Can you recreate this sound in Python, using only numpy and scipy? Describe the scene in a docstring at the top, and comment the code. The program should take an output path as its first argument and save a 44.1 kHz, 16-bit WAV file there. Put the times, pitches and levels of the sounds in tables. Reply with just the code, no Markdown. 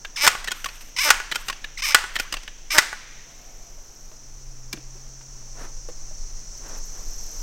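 """Cicadas drone over leafy air, light wind rumble on the microphone and a far engine's hum in a yard ringed by trees.
An air rifle is pumped four times: stick-slip squeaks under rising pressure, then a modal slam as the lever shuts.
After the first three slams the linkage rattles open and the piston scrapes; a katydid buzzes after the fourth.
Then the rifle is readied with bumps and clicks and laid on a rest, while the engine revs up and slowly fades.
Wind gusts and freshens, a sleeve brushes the table, and the katydid ticks and buzzes again near the end."""
import sys
import numpy as np
from scipy import signal
from scipy.fft import rfft, irfft, next_fast_len
from scipy.io import wavfile
from scipy.ndimage import uniform_filter1d, map_coordinates

SR = 44100
rng = np.random.default_rng(int(sys.argv[2]) if len(sys.argv) > 2 else 0)


def to_wav(sig):
    """Store sig (one row per channel, or 1-D mono) as 16-bit WAV at the path in sys.argv[1].

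    Samples outside -1..1 are clipped; the rate is SR.
    """
    pcm = np.clip(np.atleast_2d(sig), -1, 1) * 32767
    pcm = np.round(pcm).astype(np.int16)
    wavfile.write(sys.argv[1], SR, pcm.T)  # frames by channels


N = 327222


def amp(db):
    """Decibels to gain."""
    return 10 ** (np.asarray(db) / 20)


def unit(x):
    """Scaled to rms 1."""
    return x / np.sqrt(np.mean(x ** 2) + 1e-20)


def along(points, hz):
    """(Hz, value) points read on a log frequency axis."""
    f, v = np.transpose(points)
    return np.interp(np.log(hz + 1), np.log(f), v)


def wobble(rate):
    """A smooth random curve with rate knots a second."""
    knots = rng.standard_normal(int(N * rate / SR) + 4)
    return map_coordinates(knots, [np.arange(N) * rate / SR])


def filtered(x, response):
    """x times a response of frequency."""
    m = next_fast_len(len(x) + 4096)
    return irfft(rfft(x, m) * response(np.fft.rfftfreq(m, 1 / SR)), m)[:len(x)]


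def noise(spectrum, size=N):
    """Coloured noise of rms 1."""
    return unit(filtered(rng.standard_normal(size), lambda hz: amp(along(spectrum, hz))))


def resonate(x, peaks):
    """x through parallel resonances of alternating sign, at rms 1."""
    def response(f):
        """Sum of band-pass resonances."""
        total = 0
        for k, (centre, width, db) in enumerate(peaks):
            band = 1j * f * width / (centre * centre - f * f + 1j * f * width)
            total = total + (-1) ** k * amp(db) * band
        return total

    return unit(filtered(x, response))


def even(x, size=SR // 50):
    """Held at rms 1 from moment to moment."""
    return x / np.sqrt(np.abs(uniform_filter1d(x ** 2, size)) + 1e-9)


def fade(t, t60):
    """Exponential decay by 60 dB in t60 seconds."""
    return np.exp(-np.log(1000) * t / t60)


def ramp(u):
    """A smooth step from 0 to 1 as u goes from 0 to 1."""
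    return np.sin(np.pi / 2 * np.clip(u, 0, 1)) ** 2


def swell(from_s, db_per_s):
    """A level in dB that holds at 0, then climbs steadily."""
    return db_per_s * np.maximum(np.arange(N) / SR - from_s, 0)


def add(track, s, sound):
    """Mix a sound in at s seconds."""
    part = track[max(round(s * SR), 0):][:len(sound)]
    part += sound[:len(part)]


CICADA_DB, CICADA_SWELL_FROM_S, CICADA_SWELL_DB_PER_S = -49, 4.27, 3
# colour of the massed cicadas: [f/Hz, relative level/dB per Hz]
CHORUS_SPECTRUM = [(2800, -39.5), (3850, -26), (4320, -15), (4700, -18), (5400, -4), (5950, 2), (6620, -5),
                   (7000, -10.5), (8060, -17.5), (10000, -35), (14000, -59.5)]


def cicadas():
    """Many cicadas blur into one band of noise that flickers slightly and later swells."""
    flicker_db = .4 * wobble(5.7) + .8 * wobble(90)
    level_db = CICADA_DB + swell(CICADA_SWELL_FROM_S, CICADA_SWELL_DB_PER_S) + flicker_db
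    return amp(level_db) * noise(CHORUS_SPECTRUM)


AIR_DB, AIR_SWELL_FROM_S, AIR_SWELL_DB_PER_S = -54.5, 5.18, 2
# colour of leaves and distance: [f/Hz, relative level/dB per Hz]
BREEZE_SPECTRUM = [(50, 6.5), (100, 3.5), (300, 2), (700, -1), (1500, -5.5), (3200, -10.5), (10000, -20),
                   (16000, -18.5)]


def leafy_air():
    """Air in the leaves is broad, slowly wavering noise that swells late."""
    level_db = AIR_DB + swell(AIR_SWELL_FROM_S, AIR_SWELL_DB_PER_S) + 0.65 * wobble(5.8)
    return amp(level_db) * noise(BREEZE_SPECTRUM)


WIND_DB, WIND_RISE_FROM_S, WIND_RISE_DB_PER_S = -41, 4.41, 4  # the breeze freshens
GUST_S, GUST_WIDTH_S, GUST_DB = 4.45, .2, 9
# colour of wind on the microphone: [f/Hz, relative level/dB per Hz]
RUMBLE_SPECTRUM = [(6, -16.5), (12, -1), (24, 4), (34, -7), (50, -25), (100, -36), (300, -65.5)]


def wind():
    """Wind pushes on the microphone as deep noise, with one gust as the breeze begins to freshen."""
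    t = np.arange(N) / SR
    gust_db = GUST_DB * np.exp(-((t - GUST_S) / GUST_WIDTH_S) ** 2)
    return amp(WIND_DB + swell(WIND_RISE_FROM_S, WIND_RISE_DB_PER_S) + gust_db) * noise(RUMBLE_SPECTRUM)


ENGINE_IDLE_DB, ENGINE_FULL_DB = -64, -49
ENGINE_REV_S, ENGINE_RISE_S, ENGINE_FADE_DB_PER_S = 4.1, 0.46, 4.5


def engine(engine_hz=130):
    """A far engine is one wavering sine that grows louder once, then slowly dies away."""
    t = np.arange(N) / SR
    revved_db = ENGINE_FULL_DB - swell(ENGINE_REV_S + ENGINE_RISE_S, ENGINE_FADE_DB_PER_S)
    rise = ramp((t - ENGINE_REV_S) / ENGINE_RISE_S)
    level_db = ENGINE_IDLE_DB + (revved_db - ENGINE_IDLE_DB) * rise + 1.1 * wobble(10)
    turn = 2 * np.pi * np.cumsum(engine_hz + 2.4 * wobble(7.7)) / SR
    return np.sqrt(2) * np.sin(turn) * amp(level_db)


# the lever is swung open: [t/s, rattle strength/dB, piston slide length/s, intake whistle level/dB]
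LEVER_OPENINGS = [(.474, -1, 0.54, -49), (1.314, 0.5, .26, -46.5), (2.155, 1, .15, -45)]
# every opening's run of two double clacks as the linkage unfolds, then three at the end stop:
# [delay/s, level/dB before strength, mean ring f/Hz, tick level/dB relative to the clack]
LINKAGE_RATTLE = [(0, -14, 1920, -12.5), (.007, -11, 1832, -17), (0.033, -18.5, 3110, -14),
                  (.042, -9, 1443, -11), (.169, -13, 2792, -11), (.184, -11.5, 1110, -15),
                  (.212, -20.5, 2713, -18.5)]
# single light touches of lever, bolt and stock:
# [t/s, level/dB, mean ring f/Hz, tick level/dB relative to the touch]
LIGHT_CONTACTS = [(0.048, -17, 1610, -20.5), (0.443, -20.5, 2030, -7.5), (0.808, -31, 2980, -19),
                  (1.642, -17, 1755, -19.5), (2.431, -32, 1910, -6), (2.477, -21, 1740, -19.5),
                  (4.114, -40.5, 704, -20.5), (4.728, -18.5, 2293, -4.5), (4.731, -23.5, 1660, -12),
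                  (4.771, -34.5, 1550, -22), (5.209, -39.5, 933, -10)]


def clacks():
    """The single contacts and every opening's rattle: (s, dB, ring Hz, tick dB)."""
    for opening_s, strength_db, _, _ in LEVER_OPENINGS:
        for delay, db, hz, tick_db in LINKAGE_RATTLE:
            yield opening_s + delay, strength_db + db, hz, tick_db
    yield from LIGHT_CONTACTS


# colour of a click, also of the piston's scrape: [f/Hz, relative level/dB per Hz]
CLICK_SPECTRUM = [(300, -26.5), (800, -5), (1600, 0.5), (3000, 0), (4500, -7), (9000, -37.5)]
# colour of the bright tick: [f/Hz, relative level/dB per Hz]
TICK_SPECTRUM = [(2500, -29), (5000, 3), (8500, -2), (10500, -13), (14000, -9.5), (16000, -15.5)]
# colour of the low knock: [f/Hz, relative level/dB per Hz]
KNOCK_SPECTRUM = [(60, -26), (150, -3.5), (550, 0.5), (1200, -14), (4000, -61)]


def contacts(click_db=-5, click_t60=0.026, ring_db=-6, ring_t60=.035, knock_db=-25, knock_t60=0.048,
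             tick_trim_db=4, tick_t60=0.025, chatter_s=0.0046, chatter_db=-7):
    """Each light contact is a click, a ringing part, a low knock and a tick; the loose joint chatters once after."""
    out, t = np.zeros(N), np.arange(SR // 8) / SR
    attack = 1 - np.exp(-t / .002)
    for s, db, hz, tick_db in clacks():
        for late, drop_db in [(0, 0), (chatter_s * rng.uniform(0.27, 1), chatter_db)]:
            click = amp(click_db) * noise(CLICK_SPECTRUM, size=len(t)) * fade(t, click_t60)
            turn = 2 * np.pi * hz * rng.normal(1, .02) * t
            partials = np.sin(turn) + .5 * np.sin(1.7 * turn) + 0.44 * np.sin(2.2 * turn)
            ring = amp(ring_db) * partials * fade(t, ring_t60)
            knock = amp(knock_db) * noise(KNOCK_SPECTRUM, size=len(t)) * fade(t, knock_t60)
            tick = amp(tick_db + tick_trim_db) * noise(TICK_SPECTRUM, size=len(t)) * fade(t, tick_t60)
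            add(out, s + late, amp(db + drop_db) * (click + ring + knock + tick) * attack)
    return out


SQUEAL_ATTACK_S, SQUEAL_LOAD, SQUEAL_LEAK_DB = .005, .15, -10  # load runs 0-1, leak is relative
PUSH_ATTACK_S, PUSH_RELEASE_S, PUSH_EASE_DB = .008, .03, 5.5  # the arm eases off as the lever goes over centre
LOAD_RISE_S, LOADED_SLIPS_PER_S = .04, 300
SAG_LEAD_S, SAG_S = .02, 0.046  # the slips begin to slow before the pressure bites
SPIN_UP, SPIN_UP_S = .14, .022  # share by which the slips start slow, time to reach full speed
WAVER, WAVER_PER_S = .045, 55  # the arm pushes unevenly: share of the slip rate, knots per second
JUDDER_DB, JUDDER_PER_S = 1.3, 120
# the unloaded pivot squeals and slows as the lever starts to close:
# [t/s, length/s, first slip f/Hz, last slip f/Hz, level/dB before trim]
PIVOT_SQUEALS = [(0.158, 0.053, 1830, 135, -26.5), (.961, .028, 1050, 410, -26.5),
                 (1.771, .038, 2150, 580, -31)]
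# the push that compresses the air: [t/s, length/s, free slip f/Hz, pressure bite after/s,
# full air load/0-1, free level/dB before trim, loaded level/dB before trim]
PUMP_PUSHES = [(0.206, .067, 320, .027, 0.7, -21, -12.5), (.981, .122, 560, .07, 0.7, -20.5, -17),
               (1.818, 0.12, 610, .062, 0.2, -23.5, -22.5), (2.701, 0.086, 440, 0.042, 0.98, -22, -18.5)]


def strokes():
    """Each squeal and push as (start s, slips per second, level dB, air load, leak dB)."""
    for s, length, first, last, db in PIVOT_SQUEALS:
        t = np.arange(1, length * SR) / SR
        rate = first * (last / first) ** ramp(t / length)
        attack_db = 20 * np.log10(ramp(t / SQUEAL_ATTACK_S))
        yield s, rate, db + attack_db, SQUEAL_LOAD, SQUEAL_LEAK_DB
    for s, length, free, bite, full, free_db, loaded_db in PUMP_PUSHES:
        t = np.arange(1, length * SR) / SR
        pressure = ramp((t - bite) / LOAD_RISE_S + .5)
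        rate = free + (LOADED_SLIPS_PER_S - free) * ramp((t - bite + SAG_LEAD_S) / SAG_S + .5)
        rate *= 1 - SPIN_UP * (1 - ramp(t / SPIN_UP_S))
        rate *= np.exp(WAVER * wobble(WAVER_PER_S)[:len(t)])
        db = free_db + (loaded_db - free_db) * pressure
        db -= PUSH_EASE_DB * ramp((t - length) / PUSH_RELEASE_S + 1) ** 2
        db += JUDDER_DB * wobble(JUDDER_PER_S)[:len(t)]
        attack_db = 20 * np.log10(ramp(t / PUSH_ATTACK_S))
        yield s, rate, db + attack_db, full * pressure, 0


# what the slipping pivot rings: [f/Hz, width/Hz, relative level/dB]
LINKAGE_PEAKS = [(1062, 330, -11), (2260, 280, 2), (3050, 190, -5.5), (3490, 200, -7.5), (3940, 335, -8.5),
                 (5200, 380, -1), (6150, 200, -3.5), (6320, 200, -6.5), (9030, 560, -17.5)]
# what the loaded pump tube adds: [f/Hz, width/Hz, relative level/dB]
TUBE_PEAKS = [(315.3, 68, -10.5), (597, 390, -2.5), (930, 92, 4.5), (1440, 840, 4.5), (1897, 640, 6.5)]
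# colour of air passing the seal: [f/Hz, relative level/dB per Hz]
LEAK_SPECTRUM = [(2500, -24.5), (5000, -6), (8500, 4.5), (10500, -7), (12000, 3.5), (14500, -1),
                 (16000, -15)]


def squeaks(scatter_db=2.0, smear_s=.005, tube_db=-1, trim_db=-1, leak_trim_db=-11):
    """The pivot sticks and slips; air load roughens the slips and shakes the pump tube as air hisses past the seal."""
    out = np.zeros(N)
    for s, rate, db, load, leak_db in strokes():
        t = np.arange(len(rate)) / SR
        load = np.clip(load, 0, 1)
        cycle = np.cumsum(rate / SR).astype(int)
        drift, size = rng.standard_normal((512, 2))[cycle].T  # one draw per slip
        phase = np.cumsum(rate * np.exp((.008 + .05 * load) * drift) / SR)
        # one narrow pulse per slip, at equal power whatever the rate
        slips = np.sinc((phase % 1 - .5) * SR / rate) * np.sqrt(SR / rate)
        slips *= amp(scatter_db * size)
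        # bending waves in the steel carry the treble faster, which smears each pulse
        slips = filtered(slips, lambda hz: np.exp(-2j * np.pi * smear_s * np.sqrt(hz * 1000)))
        force = slips + (.08 + .4 * load) * rng.standard_normal(len(t))
        pivot = even(resonate(force, LINKAGE_PEAKS)) * (1 - 0.45 * load)
        tube = amp(tube_db) * load * even(resonate(force, TUBE_PEAKS))
        # the hiss is strongest in mid-stroke and pulses with the slips
        hiss = amp(leak_trim_db + leak_db) * np.sqrt(np.hanning(len(t)))
        hiss *= (1 - .6 * np.cos(2 * np.pi * phase)) * noise(LEAK_SPECTRUM, size=len(t))
        add(out, s, amp(db + trim_db) * (pivot + tube + hiss))
    return out


INTAKE_DELAY_S, INTAKE_S, INTAKE_HZ = .068, .075, (681, 2200)  # after each opening: start and end pitch
SQUEEZE_S, SQUEEZE_DB, SQUEEZE_HZ = .055, -30.5, (889, 2990)  # ends at each slam


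def whistles():
    """Short breathy glides that rise as the piston travels."""
    out = np.zeros(N)
    squeezes = [(s - SQUEEZE_S, SQUEEZE_S, SQUEEZE_HZ, SQUEEZE_DB) for s, *_ in LEVER_SLAMS]
    intakes = [(s + INTAKE_DELAY_S, INTAKE_S, INTAKE_HZ, db) for s, _, _, db in LEVER_OPENINGS]
    for s, length, (start_hz, end_hz), db in squeezes + intakes:
        hz = np.geomspace(start_hz, end_hz, int(length * SR))
        breathy_hz = hz * (1 + .25 * rng.standard_normal(len(hz)))
        tone = np.sin(2 * np.pi * np.cumsum(breathy_hz) / SR)
        add(out, s, amp(db) * tone * np.sqrt(np.hanning(len(hz))))
    return out


TOUCH_HARD, BOUNCE_S, BOUNCE_HARD = 1, .0045, .9  # hardness runs from 0 to 1
SETTLE_S, SETTLE_DB, SETTLE_HARD = .039, -17, .3
REBOUND_HARD = 0.1002
# the lever hits home: [t/s, level/dB, first touch earlier by/s, first touch level/dB, bounce level/dB]
LEVER_SLAMS = [(0.2756, -1, 0.0089, -7.5, -8), (1.104, 1, .013, -16.5, -9),
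               (1.946, 1.5, .002, -31.5, -13.5), (2.783, 0.5, .0045, -13, -6.5)]
# the lever rebounds softly in the grip: [t/s, level/dB]
GRIP_REBOUNDS = [(.352, -12), (1.201, -10.5), (2.04, -11.5), (2.929, -13)]


def blows():
    """Each slam is a touch, blow, bounce and settling knock; the rebounds are listed last: (s, dB, hardness)."""
    for s, db, lead, touch_db, bounce_db in LEVER_SLAMS:
        yield s - lead, touch_db, TOUCH_HARD
        yield s, db, 1
        yield s + BOUNCE_S, bounce_db, BOUNCE_HARD
        yield s + SETTLE_S, SETTLE_DB, SETTLE_HARD
    for s, db in GRIP_REBOUNDS:
        yield s, db, REBOUND_HARD


# the rifle's modes: [f/Hz, mean relative level/dB for a hard blow, t60/s]
RIFLE_MODES = [(392, -22, 0.034), (850, -12.5, .045), (1152, -8.5, .03), (1471, -4.5, 0.073),
               (1703, -7.5, 0.047), (1975, -10, 0.074), (2353, -5, 0.012), (2848, -8, 0.026),
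               (4300, -17, 0.014)]
# colour of the impact: [f/Hz, relative level/dB per Hz]
CRACK_SPECTRUM = [(60, -55), (170, -31.5), (400, -21.5), (750, -14), (1400, -1), (1900, -5.5), (2700, -6),
                  (3700, -11.5), (5200, -10), (8600, -14), (10500, -27.5), (13700, -23), (16000, -30)]


def slams(crack_t60=0.026, crack_db=0, ring_db=-5, buzz_db=-22, buzz_t60=0.17, soft_db_per_khz=3):
    """The lever cracks on the tube, rings the rifle and leaves loose parts buzzing; soft blows ring duller."""
    out, t = np.zeros(N), np.arange(SR // 4) / SR
    for s, db, hard in blows():
        ring = np.zeros(len(t))
        for hz, mode_db, t60 in RIFLE_MODES:
            level_db = mode_db + rng.normal(0, 1.7) - soft_db_per_khz * (1 - hard) * hz / 1000
            ring += amp(level_db) * fade(t, t60) * rng.choice([-1, 1]) * np.sin(2 * np.pi * hz * t)
        decay = amp(crack_db) * fade(t, crack_t60) + amp(buzz_db) * fade(t, buzz_t60)
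        crack = noise(CRACK_SPECTRUM, size=len(t)) * decay
        add(out, s, amp(db) * (hard * crack + amp(ring_db) * ring))
    return out


SLIDE_LEAD_S = .035  # the piston moves before the first clack


def sliding(slide_db=-54, hiss_db=-54, grain_db=5):
    """While the lever is open, the piston scrapes unevenly along its tube and draws in air."""
    moving = np.zeros(N)
    for s, _, length, _ in LEVER_OPENINGS:
        add(moving, s - SLIDE_LEAD_S, signal.windows.tukey(int(length * SR), .5))
    scrape = amp(slide_db) * noise(CLICK_SPECTRUM) + amp(hiss_db) * noise(LEAK_SPECTRUM)
    return moving * scrape * amp(grain_db * wobble(55))


def distant_whine(far_db=-60, far_hz=690):
    """A faint distant whine is narrow noise that swells and fades once."""
    t = np.arange(N) / SR
    passing = np.exp(-((t - 3.55) / .3) ** 2)
    return amp(far_db) * passing * resonate(rng.standard_normal(N), [(far_hz, 70, 0)])


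KATYDID_RELEASE_S = .15
# bouts of buzzing: [start t/s, end t/s, rise/s, level/dB before wing-stroke pulsing]
KATYDID_BOUTS = [(3.1, 4.25, 0.34, -69.5), (6.6, 7.6, .75, -57)]
# separate ticks: [t/s, level/dB]
KATYDID_TICK_TIMES = [(6.58, -57), (6.688, -54), (6.783, -53), (6.862, -54)]
# colour of the rasping wings: [f/Hz, relative level/dB per Hz]
WING_SPECTRUM = [(9000, -27.5), (11000, -6), (12300, 2.5), (14000, -5.5), (16000, -17)]


def katydid(wing_hz=39, wing_depth_db=5, tick_width=.009):
    """A katydid's noise band pulses with each wing stroke; a run of ticks joins the second bout."""
    t = np.arange(N) / SR
    bouts, ticks = np.zeros(N), np.zeros(N)
    for start, end, rise, db in KATYDID_BOUTS:
        bouts += amp(db) * ramp((t - start) / rise) * ramp((end - t) / KATYDID_RELEASE_S)
    for s, db in KATYDID_TICK_TIMES:
        ticks += amp(db) * np.exp(-((t - s) / tick_width) ** 2)
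    stroke = np.sin(2 * np.pi * wing_hz * t + .4 * wobble(4))
    return (bouts * amp(wing_depth_db * stroke) + ticks) * noise(WING_SPECTRUM)


# dull bumps of the stock on body and rest: [t/s, level/dB, f/Hz]
STOCK_BUMPS = [(3.78, -48.5, 604), (4.116, -44, 640), (4.732, -28, 145), (4.737, -34.5, 348),
               (4.775, -37.5, 304), (4.953, -45, 376), (5.887, -32, 497), (5.892, -38, 332),
               (6.11, -46, 615)]


def bumps(bump_t60=0.077, thud_db=-6):
    """The stock bumps into place: a damped sine with a noisy thud around the same pitch."""
    out, t = np.zeros(N), np.arange(SR // 6) / SR
    for s, db, hz in STOCK_BUMPS:
        thud = amp(thud_db) * resonate(rng.standard_normal(len(t)), [(hz, hz / 2, 0)])
        add(out, s, amp(db) * fade(t, bump_t60) * (np.sin(2 * np.pi * hz * t) + thud))
    return out


# a sleeve brushes the table: [middle t/s, length/s, level/dB]
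SLEEVE_BRUSHES = [(5.625, 0.22, -44), (6.71, 0.31, -45.5), (6.98, .16, -50.5)]
# colour of the cloth: [f/Hz, relative level/dB per Hz]
CLOTH_SPECTRUM = [(100, -6.5), (350, 3.5), (1600, -1), (3000, -12), (9000, -18.5), (16000, -28)]


def sleeve():
    """Cloth on the table is soft noise, slightly grainy, rising and falling with each stroke."""
    brushing = np.zeros(N)
    for s, length, db in SLEEVE_BRUSHES:
        add(brushing, s - length / 2, amp(db) * np.hanning(int(length * SR)))
    return brushing * amp(1.5 * wobble(60)) * noise(CLOTH_SPECTRUM)


# decay of the trees' answer: [f/Hz, t60/s]
TREE_DECAY = [(150, 0.83), (700, 0.73), (1500, 1.25), (3000, 2.7), (6000, 0.71), (14000, 0.4)]


def echoes(x, near_db=-16, near_t60=0.4, near_hz=8000, far_db=-22, build_s=0.018):
    """Table and ground scatter, the trees answer with a long thin tail; both are diffuse noise shaped by the energy."""
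    hz, _, z = signal.stft(x, SR, nperseg=256)
    power = uniform_filter1d(np.abs(z) ** 2, size=5, axis=0)
    t = np.arange(SR * 3 // 256) * 128 / SR

    def tail(t60):
        """Energy that returns over time, summing to 1."""
        energy = (fade(t, t60) * (1 - np.exp(-t / build_s))) ** 2
        return energy / energy.sum(axis=-1, keepdims=True)

    hz = hz[:, None]
    near = amp(near_db) ** 2 * tail(near_t60) / (1 + (hz / near_hz) ** 2)
    trees = amp(far_db) ** 2 * tail(along(TREE_DECAY, hz))
    returns = (near + trees) * hz ** 2 / (hz ** 2 + 450 ** 2)  # leaves and twigs hardly scatter the bass
    field = np.sqrt(np.abs(signal.fftconvolve(power, returns, axes=1)))[:, :z.shape[1]]
    carrier = signal.stft(rng.standard_normal(N), nperseg=256)[2]
    return signal.istft(field * carrier / carrier.std(), nperseg=256)[1][:N]


def scene():
    """The rifle close by, in its yard."""
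    yard = cicadas() + leafy_air() + wind() + engine() + distant_whine() + katydid()
    rifle = contacts() + squeaks() + whistles() + slams() + sliding() + bumps() + sleeve()
    return (yard + rifle + echoes(rifle))[None]


TOP_HZ = 16200


def record(dry):
    """The input rounds off loud peaks; nothing is kept above the band limit."""
    clipped = dry[0] / (1 + np.abs(dry[0] / .92) ** 6) ** (1 / 6)
    return filtered(clipped, lambda hz: hz < TOP_HZ)[None]


dry = scene()
out = record(dry)
to_wav(out)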